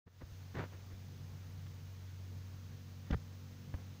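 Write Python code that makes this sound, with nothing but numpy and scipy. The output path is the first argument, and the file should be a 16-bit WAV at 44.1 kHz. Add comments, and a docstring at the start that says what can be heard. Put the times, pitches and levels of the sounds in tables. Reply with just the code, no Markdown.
"""A quiet palm grove, where a far engine, perhaps a water pump, hums steadily over a soft wash of air.
Its periodic firing gives a harmonic series above a diffuse rumble. Fingers bump and rub the case of
a hand-held camera, and now and then a tick or knock sets the case's damped modes ringing.
The microphone's own hiss and a thin whine lie over it all; the input opens softly at the start."""
import sys
import numpy as np
from scipy import signal
from scipy.fft import rfft, irfft
from scipy.io import wavfile
from scipy.ndimage import uniform_filter1d

SR = 44100
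rng = np.random.default_rng(int(sys.argv[2]) if len(sys.argv) > 2 else 0)


def to_wav(s):
    """Save 16-bit WAV."""
    ch = np.atleast_2d(s).T  # columns
    pcm = np.round(np.clip(ch, -1, 1) * 32767)  # PCM
    wavfile.write(sys.argv[1], SR, pcm.astype(np.int16))


N = 176400
TIME = np.arange(N) / SR


def amp(db):
    """Converts decibels to an amplitude ratio."""
    return 10 ** (np.asarray(db) / 20)


def unit_rms(x):
    """Normalises a signal to unit mean power."""
    return x / np.sqrt(np.mean(x ** 2) + 1e-20)


def add(mix, start, sound):
    """Superposition: sums a sound into the mix at a start time in seconds."""
    part = mix[max(round(start * SR), 0):][:len(sound)]
    part += sound[:len(part)]


def coloured(x, spectrum):
    """Spectral shaping by a table read on a log-frequency axis; white noise keeps its power."""
    hz, db = np.transpose(spectrum)
    bins = np.fft.rfftfreq(N, 1 / SR)
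    gain = amp(np.interp(np.log(bins + 1), np.log(hz + 1), db))
    return irfft(rfft(x) * unit_rms(gain), N)


def drift(top_hz):
    """Slow sinusoids of random phase sum to a wandering of unit size."""
    rates = np.geomspace(top_hz / 10, top_hz, num=16)
    coarse = TIME[::200]
    cycles = np.outer(coarse, rates) + rng.random(len(rates))
    return np.interp(TIME, coarse, unit_rms(np.sin(2 * np.pi * cycles).sum(1)))


def patchy_noise(spectrum, patchy_db):
    """Random amplitude modulation: coloured noise whose level drifts in patches of time and frequency."""
    cells = signal.stft(rng.standard_normal(N), nperseg=1024, noverlap=768)[2]
    across_frequency = uniform_filter1d(rng.standard_normal(cells.shape), size=9, axis=0)
    patches = unit_rms(uniform_filter1d(across_frequency, size=16, axis=1))
    noise = signal.istft(cells * amp(patchy_db * patches), nperseg=1024, noverlap=768)[1][:N]
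    return unit_rms(coloured(noise, spectrum))


# The engine's harmonics. Each row: multiple of the firing rate, base level in dB, wavering in dB.
ENGINE_HARMONICS = [(1, -72, 1.5), (2, -48.8, .4), (3, -61.5, 1.5), (4, -68, 1.5), (5, -66, 1.2),
                    (6, -75.5, 1.5), (7, -80, 1.5), (10, -78, 1), (11, -81, 1.5)]
# The engine's speed. Each row: time in seconds, firing rate in Hz.
FIRING_RATE = [(0, 46.75), (2.3, 46.68), (3.2, 46.75), (3.7, 47.0), (4, 47.0)]
# The engine's swells. Each row: time in seconds, then gains in dB of hum, overtones and rumble.
ENGINE_GAINS = [(.1, -5, -13, -2), (.4, -2.5, -5.5, -4.5), (.85, -3.5, -4, -3), (1.1, -3, 1.5, 0),
                (1.55, -0.5, -1.5, 1), (1.9, 0, -6, 1), (2.25, 0.7, -3.5, -1), (2.9, -2.8, 0.5, -1.5),
                (3.3, -1.5, -0.5, -3), (3.65, -5, 2.5, -1.5), (3.85, 0.5, 2.5, -1.5), (4, -8, 1, -1)]
# The diffuse rumble. Each row: frequency in Hz, relative spectral density in dB.
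RUMBLE_SPECTRUM = [(20, -24.5), (60, -7), (82, -13.5), (105, -2), (125, -2.5), (152, 1.5), (175, -11.5),
                   (215, -13.5), (270, -17.5), (340, -20), (450, -22.5), (600, -38), (1500, -50)]


def engine():
    """Periodic firing radiates harmonics, which waver on their way through the grove, over a rumble."""
    firing_hz = np.interp(TIME, *np.transpose(FIRING_RATE)) * (1 + .0015 * drift(top_hz=2.05))
    firings = np.cumsum(firing_hz) / SR
    times, *gains = np.transpose(ENGINE_GAINS)
    hum_db, overtones_db, rumble_db = (np.interp(TIME, times, gain) for gain in gains)
    out = amp(-57 + rumble_db) * patchy_noise(RUMBLE_SPECTRUM, patchy_db=2.2)
    for harmonic, db, waver_db in ENGINE_HARMONICS:
        swell_db = hum_db if harmonic <= 2 else overtones_db
        level = amp(db + swell_db + waver_db * drift(top_hz=2.08))
        out += np.sqrt(2) * level * np.sin(2 * np.pi * (harmonic * firings + rng.random()))
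    return out


# Soft bumps on the case. Each row: centre in seconds, envelope peak in dB, frequency in Hz.
CASE_BUMPS = [(0.069, -32, 109), (0.239, -36.5, 81), (0.325, -42, 81), (0.55, -51, 100), (.582, -35.5, 130),
              (.94, -45, 65), (3.1096, -27, 162), (3.128, -26.5, 52.6), (3.130, -30, 153),
              (3.141, -29.5, 51.6), (3.154, -28, 110), (3.171, -35, 78.5), (3.749, -31.5, 73)]


def bumps(half_width_cycles=0.51):
    """Heavy damping: each bump is a single low swing of the case, in and out."""
    out = np.zeros(N)
    for centre, db, hz in CASE_BUMPS:
        t = np.arange(-2 / hz, 2 / hz, 1 / SR)
        envelope = amp(db) * np.exp(-(t * hz / half_width_cycles) ** 2)
        add(out, centre + t[0], envelope * np.sin(2 * np.pi * hz * t))
    return out


# Finger strokes. Each row: start in seconds, length in seconds, level in dB before the case filters it,
# share of the length spent rising, bass gain in dB.
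FINGER_STROKES = [(0.062, 0.029, -44.5, 0.49, 5.5), (0.204, 0.036, -48, 0.28, 2),
                  (0.539, 0.046, -44, .4, 5), (.565, 0.11, -39.5, 0.25, 2), (0.708, 0.072, -55.5, .4, 2),
                  (0.898, 0.062, -59, 0.26, 2), (1.661, 0.018, -54, 0.26, -12),
                  (2.877, 0.013, -62, 0.34, -7), (3.06, 0.052, -62, 0.37, 4),
                  (3.101, 0.034, -47.5, 0.21, 7.5), (3.12, 0.023, -37.5, 0.67, 1.5),
                  (3.139, 0.011, -37.5, 0.42, 5), (3.736, 0.02, -46, 0.22, -3),
                  (3.762, 0.078, -60, 0.32, 5)]
# The colour of rubbing heard through the case. Each row: frequency in Hz, relative gain in dB.
CASE_RESPONSE = [(20, -32), (80, 7.5), (190, 0), (330, -3), (560, -7), (800, -9.5), (1300, -10.5),
                 (1850, -11), (2600, -21), (4200, -28), (7000, -43.5), (16000, -69)]


def rubs(slips_per_s=2700, slip_spread_db=6.1, bass_edge_hz=620):
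    """Stick-slip friction: skin moves over the case in dense tiny jerks that swell with each stroke."""
    slip_sizes = rng.standard_normal(N) * amp(slip_spread_db * np.minimum(rng.exponential(1, N), 2))
    slips = slip_sizes * (rng.random(N) < slips_per_s / SR)
    smooth_sliding = 0.94 * rng.standard_normal(N)
    friction = unit_rms(unit_rms(slips) + smooth_sliding)
    bass = signal.sosfiltfilt(signal.butter(2, bass_edge_hz, fs=SR, output="sos"), friction)
    out = np.zeros(N)
    for start, length, db, rise, bass_db in FINGER_STROKES:
        pressure = amp(db) * np.interp((TIME - start) / length, [0, rise, 1], [0, 1, 0])
        out += pressure * (friction + (amp(bass_db) - 1) * bass)  # a firmer finger adds weight
    return coloured(out, CASE_RESPONSE)


# Sharp ticks and hollow knocks on the case. Each row: start in seconds, level in dB.
CASE_TICKS = [(.6305, -55), (1.666, -54), (3.1075, -44), (3.1105, -38), (3.1135, -42)]
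CASE_KNOCKS = [(.2178, -38), (3.1055, -36), (3.7405, -43.5)]
# The modes each excites. Each row: frequency in Hz, relative level in dB, seconds to decay by 60 dB.
TICK_RESONANCES = [(1940, -11, 0.023), (2940, -1.5, 0.0095), (3450, -7, 0.022), (5100, -4.5, 0.0061),
                   (6170, -7, 0.0069)]
KNOCK_RESONANCES = [(290, -1.5, .05), (527, -2, 0.027)]


def taps(hits, modes, attack_s=0.00063):
    """Free vibration: an impact excites the modes of the case, and each decays exponentially."""
    t = np.arange(SR // 20) / SR
    ring = sum(amp(db - 60 * t / t60) * np.sin(2 * np.pi * hz * t) for hz, db, t60 in modes)
    onset = 1 - np.exp(-t / attack_s)
    out = np.zeros(N)
    for start, db in hits:
        add(out, start, amp(db) * onset * ring)
    return out


# The distant outdoor wash. Each row: frequency in Hz, relative spectral density in dB.
AIR_SPECTRUM = [(20, -23.5), (300, -1.5), (550, 0), (900, -3.5), (1200, -4), (2000, -7.5), (4000, -16.5),
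                (8000, -18.5), (16000, -49)]


def air():
    """Ambient noise: the open grove gives a soft, gently fluctuating broadband wash."""
    return amp(-68.5) * patchy_noise(AIR_SPECTRUM, patchy_db=1.27)


def scene():
    """Linear superposition of the engine, the handling and the air in one channel."""
    mix = engine() + bumps() + rubs()
    mix += taps(CASE_TICKS, TICK_RESONANCES) + taps(CASE_KNOCKS, KNOCK_RESONANCES)
    return (mix + air())[None]


# The microphone's hiss. Each row: frequency in Hz, relative spectral density in dB.
HISS_SPECTRUM = [(20, -6), (2000, -0.5), (4000, 0.1), (6500, -0.8), (7300, -9.5), (8200, -18), (13000, -12),
                 (14000, -16), (14800, -0.5), (15600, -2)]
# The electronic whine. Each row: frequency in Hz, rms level in dB.
WHINE_TONES = [(6448.4, -85), (12896.9, -94)]


def record(dry):
    """Self-noise adds hiss and whine; the input gain ramps open and a low-pass filter limits the band."""
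    hiss = amp(-65) * coloured(rng.standard_normal(N), HISS_SPECTRUM)
    whine = np.sqrt(2) * sum(amp(db) * np.sin(2 * np.pi * hz * TIME) for hz, db in WHINE_TONES)
    input_gain = np.interp(TIME, [.057, .067, .327], [0, .12, 1])
    low_pass = signal.firwin(511, cutoff=15600, window=("kaiser", 9), fs=SR)
    return signal.oaconvolve((dry + hiss + whine) * input_gain, low_pass[None], "same")


dry = scene()
out = record(dry)
to_wav(out)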